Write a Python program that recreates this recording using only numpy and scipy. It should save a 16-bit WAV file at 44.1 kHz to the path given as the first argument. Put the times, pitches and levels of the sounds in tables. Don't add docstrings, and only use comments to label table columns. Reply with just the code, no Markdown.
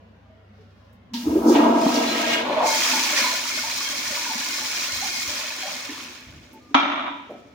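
import sys
import numpy as np
from scipy import signal
from scipy.fft import rfft, irfft, next_fast_len
from scipy.io import wavfile
from scipy.ndimage import uniform_filter1d, map_coordinates

SR = 44100
rng = np.random.default_rng(int(sys.argv[2]) if len(sys.argv) > 2 else 0)


def inscribe(sig):
    pcm = np.round(np.clip(np.atleast_2d(sig).T, -1, 1) * 32767)
    wavfile.write(sys.argv[1], SR, pcm.astype(np.int16))


N = 332514
TIME = np.arange(N) / SR

OPEN_S, AIR_S = 1.135, 1.493
SLAM_S = 6.7442
SETTLE_S, SETTLE_POWER = .405, 4
# (t/s, splash/dB, fine spray/dB)
WASH = [(1.72, -42, -47.5), (1.83, -38.5, -39), (1.98, -31.5, -33), (2.01, -33.5, -36.5),
        (2.34, -26.5, -35.5), (2.45, -32.5, -48), (2.62, -34, -47.5), (2.67, -34, -28.5),
        (2.81, -27.5, -26.5), (3.13, -28, -29), (3.2, -25, -27.5), (3.47, -34.5, -33), (4.92, -35, -33),
        (5.27, -38, -34), (5.37, -35, -35), (5.99, -40, -43.5), (6.39, -54.5, -61), (6.68, -64.5, -67.5)]


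def amp(db):
    return 10 ** (np.asarray(db) / 20)


def unit(x):
    return x / np.sqrt(np.mean(x ** 2) + 1e-20)


def along(points, hz):
    f, v = np.transpose(points)
    return np.interp(np.log(hz + 1), np.log(f + 1), v)


def wobble(rate):
    coarse = TIME[::SR // 1000]
    knots = rng.standard_normal(2048)
    return np.interp(TIME, coarse, map_coordinates(knots, [coarse * rate], mode="wrap"))


def swell(peak_s, peak_db, rise_db_per_s, fall_db_per_s):
    return amp(peak_db + np.minimum(rise_db_per_s * (TIME - peak_s), fall_db_per_s * (peak_s - TIME)))


def bell(s, length, db):
    return amp(db) * np.exp(-2 * ((TIME - s) / length) ** 2)


def narrow(hz, width):
    phase = 2 * np.pi * hz * TIME
    return unit(wobble(width) * np.cos(phase) + wobble(width) * np.sin(phase))


def filtered(x, response):
    m = next_fast_len(N + SR // 2)
    return irfft(rfft(x, m) * response(np.fft.rfftfreq(m, 1 / SR)), m)[..., :N]


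def colour(points):
    def response(hz):
        cepstrum = irfft(np.log(amp(along(points, hz))))
        half = len(cepstrum) // 2
        folded = np.r_[cepstrum[0], 2 * cepstrum[1:half]]
        return np.exp(rfft(folded, len(cepstrum)))
    return response


def resonances(modes, skew=0):
    turn = 1j * skew * np.array([[1], [-1]])

    def group(f, rows):
        return sum(amp(db) / (1 + 1j * (f * f - c * c) / (w * (f + 1))) for c, w, db in rows)
    return lambda f: np.exp(turn) * group(f, modes[::2]) + np.exp(-turn) * group(f, modes[1::2])


def stereo(pair):
    # (f/Hz, correlation)
    alike = [(330, 0.78), (450, 0.5), (650, 0.093), (1500, 0.044), (4000, 0.054), (10000, 0.077)]

    def mid_side(hz):
        turn = np.arccos(np.clip(along(alike, hz), -1, 1)) / 2
        return np.array([np.cos(turn), np.sin(turn)])
    mid, side = filtered(pair, mid_side)
    return np.array([mid + side, mid - side])


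def add(track, s, sound):
    part = track[..., round(s * SR):][..., :sound.shape[-1]]
    part += sound[..., :part.shape[-1]]


def room(x):
    # (f/Hz, t60/s)
    tiles = [(100, 1), (260, 0.92), (1000, 0.79), (2500, 0.98), (4000, 0.9), (6000, 0.6), (14000, 0.18)]
    hz, t, z = signal.stft(rng.standard_normal((2, SR + SR // 2)), SR, nperseg=256)
    tail = signal.istft(z * amp(-60 * t / along(tiles, hz)[:, None]), SR, nperseg=256)[1]
    tail = tail / np.linalg.norm(tail[0])
    return stereo(signal.fftconvolve(x[None], tail, axes=1)[:, :N])


def fan():
    # (f/Hz, relative level/dB)
    air_spectrum = [(25, -48), (65, -22), (110, -18), (145, -23), (220, -15), (340, -28.5), (560, -23),
                    (800, -28), (1500, -32.5), (3200, -40), (6000, -52), (8500, -65)]
    # (f/Hz, rms level/dB)
    hum_lines = [(70, -61.5), (97.5, -54.5)]
    z = signal.stft(rng.standard_normal((2, N)), nperseg=2048)[2]
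    patches = uniform_filter1d(rng.standard_normal(z.shape[1:]), size=3, axis=0)
    patches = uniform_filter1d(patches, size=7, axis=1)
    air = signal.istft(z * amp(3 * unit(patches)), nperseg=2048)[1][:, :N]
    air = unit(stereo(filtered(air, colour(air_spectrum))))
    hum = sum(np.sqrt(2) * amp(db + 1.8 * wobble(3.29)) * np.sin(2 * np.pi * hz * TIME + 0.24 * wobble(4.7))
              for hz, db in hum_lines)
    sinking = amp(np.interp(TIME, [.85, 1.1, 7], [0, -6, -14]))
    return amp(-54.5) * air + hum * sinking


def knocks():
    # (t/s, level before colouring/dB)
    handling = [(0.921, -41), (1.259, -24.5), (1.359, -27.5), (4.048, -38), (4.93, -32), (5.271, -35),
                (6.27, -32), (6.349, -31)]
    # (t/s, level before colouring/dB)
    floor_knock = [(7.303, -23)]
    bumps, thud, t = np.zeros(N), np.zeros(N), np.arange(SR // 3) / SR

    def puff(t60, attack):
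        return amp(-60 * t / t60) * (1 - np.exp(-t / attack)) * rng.standard_normal(len(t))
    for s, db in handling:
        add(bumps, s - .01, amp(db) * puff(t60=0.43, attack=0.0061))
    for s, db in floor_knock:
        add(thud, s - .01, amp(db) * puff(t60=0.18, attack=0.017))
    bumps = filtered(bumps, colour([(25, -17), (45, -1), (65, 18), (120, 13), (250, -7), (800, -53)]))
    thud = filtered(thud, colour([(50, -24), (100, -5), (170, 8), (400, 12.5), (700, 14.5),
                                  (1100, -11), (3000, -37)]))
    return bumps + thud + amp(-8.0) * room(thud)


def stirs():
    # (middle t/s, length/s, level/dB, f/Hz, width/Hz)
    hollow = [(.34, .11, -56, 635, 50), (.53, .05, -48, 205, 30), (0.606, 0.055, -57, 425, 89.7),
              (0.982, .06, -51, 241, 30.2)]
    # (middle t/s, length/s, level/dB)
    rustles = [(.59, .09, -66), (.8, 0.22, -68)]
    cloth = rng.standard_normal((2, N)) * amp(2 * wobble(60))
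    cloth = unit(filtered(cloth, colour([(600, -10), (1500, 2), (5500, -1), (8000, -20)])))
    hollow_tones = sum(bell(s, length, db) * narrow(hz, width) for s, length, db, hz, width in hollow)
    return hollow_tones + cloth * sum(bell(*row) for row in rustles)


def ticks():
    # (t/s, level/dB)
    clicks = [(0.9288, -62), (6.5304, -50)]
    track, t = np.zeros(N), np.arange(SR // 8) / SR
    for s, db in clicks:
        add(track, s, amp(db - 60 * t / .12) * np.diff(rng.standard_normal(len(t) + 1)) / 2)
    return track


def hinge():
    # (start t/s, length/s, level/dB, f/Hz)
    squeaks = [(6.533, .06, -44.5, 885), (6.6, .13, -57, 1203)]

    def arch(s, length):
        return np.sqrt(np.abs(np.sin(np.pi * np.clip((TIME - s) / length, 0, 1))))
    return sum(amp(db + 2 * wobble(70)) * arch(s, length) * np.sin(2 * np.pi * hz * TIME + .6 * wobble(90))
               for s, length, db, hz in squeaks)


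def seat_blows():
    # (t after the slam/s, relative strength/dB)
    contacts = [(0, 5), (.003, 6), (.0052, 5), (.017, -5), (.232, -13), (.32, -12), (.335, -14),
                (.452, -29)]
    bounces, bounce_db, fall_db_per_s, settle_db = 24, -8, 22, 11.5
    slam, chatter = np.zeros(N), np.zeros(N)
    for delay, db in contacts:
        add(slam, SLAM_S + delay, amp([db]))
    k = np.arange(bounces)
    delays = SETTLE_S * (1 - .95 ** (k + 1)) / (1 - .95 ** bounces)
    for delay, (late, size) in zip(delays, rng.standard_normal((bounces, 2))):
        weaker_db = fall_db_per_s * delay + settle_db * (delay / SETTLE_S) ** SETTLE_POWER
        add(chatter, SLAM_S + delay + 0.001998 * late, amp([bounce_db - weaker_db + size]))
    return slam, chatter


def seat_ring(blows):
    # (f/Hz, relative level/dB, t60/s)
    seat_modes = [(281.5, -7.5, 0.55), (655, -12, 0.27), (708, -18, .4), (774, -17, 0.45), (848, -11, .3),
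                  (926, -10, 0.4), (986, -4, 0.23), (1123, -4, 0.18), (1195, -8, 0.18), (1288, -5, 0.42),
                  (1416, -11, .4), (1880, -13.5, .35), (2174, -13, 0.32), (2380, -10, 0.45),
                  (2410, -8, 0.2), (3260, -12, 0.45), (3450, -10, 0.39), (3690, -11, 0.52)]
    scatter_db = 3
    flat_db, flat_hz, flat_width_hz = 16, 1000, 130
    track, t = np.zeros((2, N)), np.arange(SR) / SR
    hz, db, t60 = np.transpose(seat_modes)
    decay = amp(db[:, None] - 60 * t / t60[:, None])
    modes = decay * np.exp(2j * np.pi * hz[:, None] * t) * (1 - np.exp(-t / .00012))
    for at in np.flatnonzero(blows):
        settled = min((at / SR - SLAM_S) / SETTLE_S, 1)
        favour_db = flat_db * settled ** SETTLE_POWER * np.exp(-((hz - flat_hz) / flat_width_hz) ** 2)
        size = amp(favour_db + scatter_db * rng.standard_normal(len(hz)))
        spot = size * np.exp(2j * np.pi * rng.random((2, len(hz))))
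        add(track, at / SR, blows[at] * (spot @ modes).real)
    return track


def seat():
    # (f/Hz, relative level/dB)
    crack = [(88, -86), (150, -29), (270, 3), (475, -27.5), (580, -4), (1170, 1), (1290, 0.5), (1690, -10),
             (2310, -7), (2600, -12), (3550, -9.5), (3950, -15), (4350, -25), (6390, -27.5), (7600, -52),
             (16000, -64)]
    t = np.arange(SR) / SR
    slam, chatter = seat_blows()
    hard = amp(-30 * np.maximum(TIME - SLAM_S, 0))

    def struck(blows, response):
        return signal.fftconvolve(blows[None], np.atleast_2d(response), axes=1)[:, :N]

    def energy(x):
        return unit(x) / np.sqrt(N)

    def dulled(x):
        return hard * x + filtered((1 - hard) * x, lambda hz: 1 / (1 + (hz / 3900) ** 10))
    ring = stereo(seat_ring(slam + chatter))
    power = struck(slam ** 2, amp(-120 * t / 0.033)) + amp(4) * struck(chatter ** 2, amp(-120 * t / 0.1))
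    noise = np.sqrt(np.abs(power)) * rng.standard_normal((2, N))
    clack = stereo(filtered(dulled(noise), colour(crack)))
    echo = room(filtered(dulled(slam + chatter), colour(crack)))
    return amp(19) * energy(clack) + amp(17) * energy(ring) + amp(17.5) * energy(echo)


def china():
    # (f/Hz, level/dB, t60/s)
    china_modes = [(1297, -41, 2.2), (2370, -37, 1.5)]
    age = np.maximum(TIME - SLAM_S, 0)

    def beating(hz):
        return amp(2 * wobble(45)) * np.sin(2 * np.pi * hz * age + wobble(20))
    return (age > 0) * sum(amp(db - 60 * age / t60) * np.array([beating(hz), beating(hz)])
                           for hz, db, t60 in china_modes)


def pipe():
    level = swell(peak_s=1.15, peak_db=-23.5, rise_db_per_s=560, fall_db_per_s=120)
    return level * amp(2 * wobble(70)) * np.sin(2 * np.pi * 240 * TIME + .5 * wobble(70))


def valve():
    # (f/Hz, relative level/dB)
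    hiss_spectrum = [(410, -54), (700, -28), (934, 15.5), (1060, -9), (1330, -22), (1480, -21), (1600, -44),
                     (3000, 4), (4400, 7), (6000, -3), (7890, -35), (16000, -11)]
    age = np.maximum(TIME - OPEN_S - .003, 0)
    spit = unit(stereo(filtered(rng.standard_normal((2, N)), colour(hiss_spectrum))))
    treble = colour([(4000, -34), (8000, -7.5), (12000, -3.5), (16000, -1)])
    sizzle = unit(filtered(rng.standard_normal((2, N)), treble))
    escaping = swell(AIR_S, -43, rise_db_per_s=17, fall_db_per_s=51)
    return (spit * amp(-30.5 - 60 * age / 0.37) + sizzle * escaping) * (1 - np.exp(-age / 0.0016))


def drained():
    start_s, end_s = 2.43, 2.44
    return np.clip((TIME - start_s) / (end_s - start_s), 0, 1)


def wash():
    rise_db_per_s, trickle_fall_db_per_s = 36, 3.5
    s, *columns = np.transpose(WASH)
    before_db = rise_db_per_s * np.maximum(s[0] - TIME, 0)
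    after_db = trickle_fall_db_per_s * np.maximum(TIME - s[-1], 0)
    return [amp(np.interp(TIME, s, c) - (before_db + after_db)) for c in columns]


def flow():
    jet_peak_s, froth_lag_s = 1.465, 0.14
    air_rise, air_fall = 401, 72
    opened = np.clip((TIME - OPEN_S) / 0.0011, 0, 1)

    def together(*gains):
        return opened * np.sqrt(sum(g ** 2 for g in gains))
    splash, spray = wash()
    prime = swell(1.265, -22, rise_db_per_s=700, fall_db_per_s=0)
    prime = prime * np.clip((jet_peak_s + froth_lag_s - TIME) / froth_lag_s, 0, 1)
    push = together(prime, swell(jet_peak_s, -12.5, rise_db_per_s=620, fall_db_per_s=17.5))
    froth = swell(jet_peak_s + froth_lag_s, -17.5, rise_db_per_s=88, fall_db_per_s=20.5)
    siphon = swell(2.63, -19.5, rise_db_per_s=54, fall_db_per_s=110)
    air = swell(AIR_S, -32, air_rise, air_fall)
    sputter = swell(1.558, -27.5, air_rise, air_fall)
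    leak = amp(-41.5 - 29 * np.maximum(TIME - OPEN_S, 0))
    trickle = amp(-48.5)
    return (together(push, amp(-15) * splash, trickle),
            together(amp(-13.5) * push, froth, siphon, amp(-8.5) * splash),
            together(amp(-1) * leak, sputter, amp(.5) * splash),
            together(leak, air, amp(1) * spray))


def shimmer(spray):
    # (f/Hz, width/Hz, level over the spray/dB)
    rim_modes = [(2160, 120, -8.5), (2400, 170, -11), (3210, 90, -14), (4130, 170, -9.5)]
    return spray * sum(amp(db + 3.5 * wobble(9)) * np.array([narrow(hz, width), narrow(hz, width)])
                       for hz, width, db in rim_modes)


def squeals():
    # (middle t/s, length/s, level/dB, f/Hz)
    caught = [(2.1, .06, -33, 4090), (4.43, .04, -37, 4130), (5.17, .05, -35, 4820)]
    width_hz = 70
    return sum(bell(s, length, db) * np.array([narrow(hz, width_hz), narrow(hz, width_hz)])
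               for s, length, db, hz in caught)


def splats():
    # (t/s, level before colouring/dB, ring f/Hz, ring t60/s)
    heavy_drops = [(1.8161, -23, 5120, 0.037), (1.8819, -20, 4080, .02), (1.9433, -18, 5520, .03),
                   (1.959, -18.5, 4570, .05), (2.6706, -18, 6450, .03), (2.943, -18, 5820, .03),
                   (2.8392, -19, 5100, .02), (3.0348, -16, 6020, .05), (3.184, -17, 4700, 0.056),
                   (3.7113, -23, 4160, .06), (4.1612, -19, 4890, 0.033), (5.0772, -23, 4130, .02),
                   (4.5431, -22, 5230, 0.028)]
    track, t = np.zeros((2, N)), np.arange(SR // 5) / SR
    for s, db, hz, t60 in heavy_drops:
        ring = amp(-4 - 60 * t / t60) * np.sin(2 * np.pi * (hz * t + rng.random((2, 1)) / 3))
        crack = amp(-8.5 - 60 * t / .036) * rng.standard_normal((2, len(t)))
        add(track, s, amp(db) * (ring + crack))
    return filtered(track, colour([(1000, -21), (3500, 0), (6500, 0.5), (8500, -7), (16000, -8)]))


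def drops(rate, spread_db):
    hit = rng.random(N) < rate / SR
    size = amp(spread_db * np.clip(rng.standard_normal(N), -2.5, 2.5))
    return unit(hit * size * rng.standard_normal((2, N)) / np.sqrt(rate))


def bubbles(low_hz, high_hz, cycles, spread_db, count):
    when, pitch, place = rng.random((3, count, 1), dtype=np.float32)
    size = amp(spread_db * np.clip(rng.standard_normal((count, 1)), -2, 2))
    k = np.arange(SR // 90)
    age = low_hz * (high_hz / low_hz) ** pitch * k.astype(np.float32) / SR / cycles
    fade = np.exp(-3 * age) * (1 - (k / len(k)) ** 2).astype(np.float32)
    ring = fade * np.sin(2 * np.pi * cycles * age * (1 + 0.078 * age))
    at = ((when * N).astype(int) + k).ravel()
    return unit(np.array([np.bincount(at, (ring * (size * side(2 * np.pi * place))).ravel(), N)[:N]
                          for side in (np.cos, np.sin)]))


def rim_wash(splash, spray):
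    # (f/Hz, relative level/dB)
    splash_spectrum = [(500, -35), (950, -7.5), (1250, -4), (1600, -4), (1950, -1.5), (2200, 0),
                       (2480, 3.5), (2750, -1.5), (3400, -0.5), (4000, -3.5), (5000, -13), (7000, -40)]
    # (f/Hz, relative level/dB)
    spray_spectrum = [(2400, -44.5), (3300, -8), (4300, -1), (5400, 2), (6800, -1), (8000, -10),
                      (11000, -13.5), (13700, -21.5), (14900, -5.5), (16000, -17)]
    bare = np.clip((TIME - 1.7) / 0.083, 0, 1)
    rate = 1200 + 2500 * splash / splash.max()

    def hiss():
        return (1.3 - 0.2 * bare) * rng.standard_normal((2, N))
    coarse_cloud = bubbles(1125, 4180, cycles=60, spread_db=4.5, count=2000)
    fine_cloud = bubbles(2911, 9290, cycles=94, spread_db=2.0, count=5000)
    coarse = hiss() + bare * (drops(rate, spread_db=0.5) + amp(-10.5) * coarse_cloud)
    fine = hiss() + bare * (drops(rate, spread_db=2.0) + amp(-7) * fine_cloud)
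    coarse = amp(0.6) * splash * unit(filtered(coarse, colour(splash_spectrum)))
    fine = amp(2.5) * spray * unit(filtered(fine, colour(spray_spectrum)))
    return (coarse + fine) * amp(.8 * wobble(35) + .4 * wobble(11))


def churning(churn):
    # (f/Hz, relative level/dB)
    froth_spectrum = [(330, -26.5), (470, -1), (620, 0.5), (780, 0), (1000, -1), (1250, -4.5),
                      (1500, -10.5), (2500, -51.5)]
    cloud = bubbles(495, 1277, cycles=14, spread_db=2.0, count=1500)
    froth = drops(rate=4000, spread_db=0.0) + amp(-13.5) * cloud
    return amp(-3.5) * churn * unit(filtered(froth, colour(froth_spectrum)))


def bowl(pair):
    # (f/Hz, width/Hz, relative level/dB)
    full_modes = [(462.6, 10.6, 9.5), (648.7, 7.9, 8.3), (676.3, 5.3, 10), (881, 5.6, 9), (950, 26, 5.6),
                  (1284, 17, 6.3), (1623, 21, 9), (1870, 16, 7.7), (2172, 10, 5), (2833, 34, 6.5),
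                  (3435, 7.9, 5.8)]
    # (f/Hz, width/Hz, relative level/dB)
    empty_modes = [(598, 17, 3), (889.5, 12, 11.8), (1006, 36, 7), (1092, 62, 4.5), (1450, 34, 7.1),
                   (1727, 173, 2.4), (2203, 34, 5.6)]
    # (f/Hz, left over right/dB)
    lean = [(60, 2), (180, -8), (550, 2.5), (1650, -1.0), (4970, -1.0), (15000, 2.5)]
    full = filtered((1 - drained()) * pair[0], resonances(full_modes, skew=0.83))
    empty = filtered(drained() * pair[0], resonances(empty_modes, skew=0.47))
    water = stereo(pair) + amp(2.5) * full + amp(-4.5) * empty
    return filtered(water, lambda hz: amp(along(lean, hz) * np.array([[.5], [-.5]])))


def bursts(rows, t60, attack, rise, rough):
    track, t = np.zeros(N), np.arange(SR // 3) / SR
    shape = amp(-60 * t / t60) * (1 - np.exp(-t / attack)) ** 2
    shiver = rough * wobble(90)
    for s, db, hz in rows:
        phase = 2 * np.pi * hz * t * (1 + rise * t) + shiver[round(s * SR):][:len(t)]
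        add(track, s - attack, amp(db) * shape / shape.max() * np.sin(phase))
    return track


def trails(rows, count):
    gap_s, loss_db, detuning = .03, -6.5, 0.0795
    chance = rng.standard_normal((len(rows), count, 2))
    return [(s + gap_s * (k + late / np.pi), db + loss_db * k, hz * np.exp(detuning * detune))
            for (s, db, hz), draws in zip(rows, chance)
            for k, (late, detune) in enumerate(draws, start=1)]


def burbles(count):
    # (f/Hz, level over the wash/dB)
    cavities = [(250, -8.5), (600, -7.5), (950, -5)]
    start_s, end_s = 2.3, 5.9
    s, splash_db, _ = np.transpose(WASH)
    when = start_s + (end_s - start_s) * (np.arange(count) + rng.random(count)) / count
    hz, db = np.array(cavities)[rng.permutation(count) % len(cavities)].T
    hz = hz * np.exp(0.0905 * rng.standard_normal(count))
    return np.transpose([when, np.interp(when, s, splash_db) + db, hz])


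def gurgle():
    # (t/s, relative level/dB, f/Hz)
    pockets = [(1.274, -14, 293), (1.302, -18, 250), (1.33, -14.5, 315), (1.359, -9, 320),
               (1.372, -13, 380), (1.462, -7, 322), (1.486, -7.5, 291), (1.503, -9.5, 365),
               (1.522, -5.5, 334), (1.561, -8, 285), (1.596, -7.5, 297), (1.633, -8, 298), (1.667, -9, 296),
               (1.704, -14, 246), (1.762, -13, 300), (1.806, -17, 302), (1.866, -10.5, 252),
               (1.91, -17, 245), (1.976, -16, 250), (2.93, -32, 256), (3.219, -31, 237), (3.9, -36.5, 256),
               (4.11, -35, 240), (4.3, -34, 250), (4.358, -30.5, 230), (4.4, -34.5, 254),
               (5.896, -28.5, 276), (5.92, -31.5, 290), (6.714, -33, 284)]
    # (t/s, level/dB, f/Hz)
    sump = [(2.51, -26, 571), (2.569, -17.5, 617), (2.6, -22, 930), (2.621, -22, 700), (2.642, -19, 887.5),
            (2.661, -23.5, 599), (2.728, -25, 882), (2.934, -24, 883), (3.005, -25.5, 901),
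            (3.13, -30.5, 602), (3.245, -21.5, 984), (3.639, -30.5, 884), (4.125, -34.5, 580),
            (4.171, -32.5, 950), (4.261, -32, 978), (4.301, -30.5, 879), (5.025, -29.5, 800),
            (5.29, -38, 590), (5.44, -37, 600), (5.633, -35, 748), (5.655, -33, 583), (5.675, -37.5, 787)]
    lead_s = .00014
    overtones = [(s, db - 14.5, hz * 1.48) for s, db, hz in pockets]
    gulps = amp(-1.2) * bursts(pockets + overtones, t60=.062, attack=.007, rise=.2, rough=.35)
    small = [*sump, *trails(sump, count=2), *burbles(count=42)]
    plops = bursts(small, t60=.1, attack=.006, rise=.3, rough=.8)
    sides = filtered(gulps, lambda hz: np.exp(1j * np.pi * hz * lead_s * np.array([[1], [-1]])))
    return sides + plops + room(amp(-15) * gulps + amp(-6) * plops)


def jet(rumble):
    # (f/Hz, width/Hz, relative level/dB)
    full_modes = [(238, 8.6, 5.5), (289.6, 13.7, 2), (316.4, 11, 2), (402, 13, -12)]
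    # (f/Hz, width/Hz, relative level/dB)
    empty_modes = [(197, 16, -17), (257.4, 21, -0.5), (297.4, 23, -6.5), (331, 24, -14)]

    def through(modes):
        def response(f):
            band = 1 / (1 + (190 / (f + 1)) ** 6) / (1 + (f / 520) ** 6)
            return resonances(modes, skew=.11)(f) * band
        return unit(filtered(drive[0], response))
    drive = drops(rate=2300, spread_db=2.5) + rng.standard_normal((2, N))
    roar = np.sqrt(1 - drained()) * through(full_modes) + np.sqrt(drained()) * through(empty_modes)
    pressure = np.sqrt(np.abs(uniform_filter1d(np.mean(roar ** 2, axis=0), size=SR // 30)) + 1e-4)
    lumps = amp(2.8 * drained() * wobble(20))
    return amp(-5.0) * rumble * lumps * unit(roar / pressure)


def scene():
    rumble, churn, splash, spray = flow()
    quiet = fan() + knocks() + stirs() + ticks()
    closing = hinge() + seat() + china()
    in_bowl = bowl(churning(churn) + rim_wash(splash, spray))
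    rim = shimmer(wash()[1]) + squeals() + splats()
    water = pipe() + valve() + jet(rumble) + in_bowl + rim + gurgle()
    return quiet + closing + water


def record(dry):
    top_hz = 16100
    held = dry / (1 + np.abs(dry) ** 6) ** (1 / 6)
    return filtered(held, lambda hz: hz < top_hz)


dry = scene()
out = record(dry)
inscribe(out)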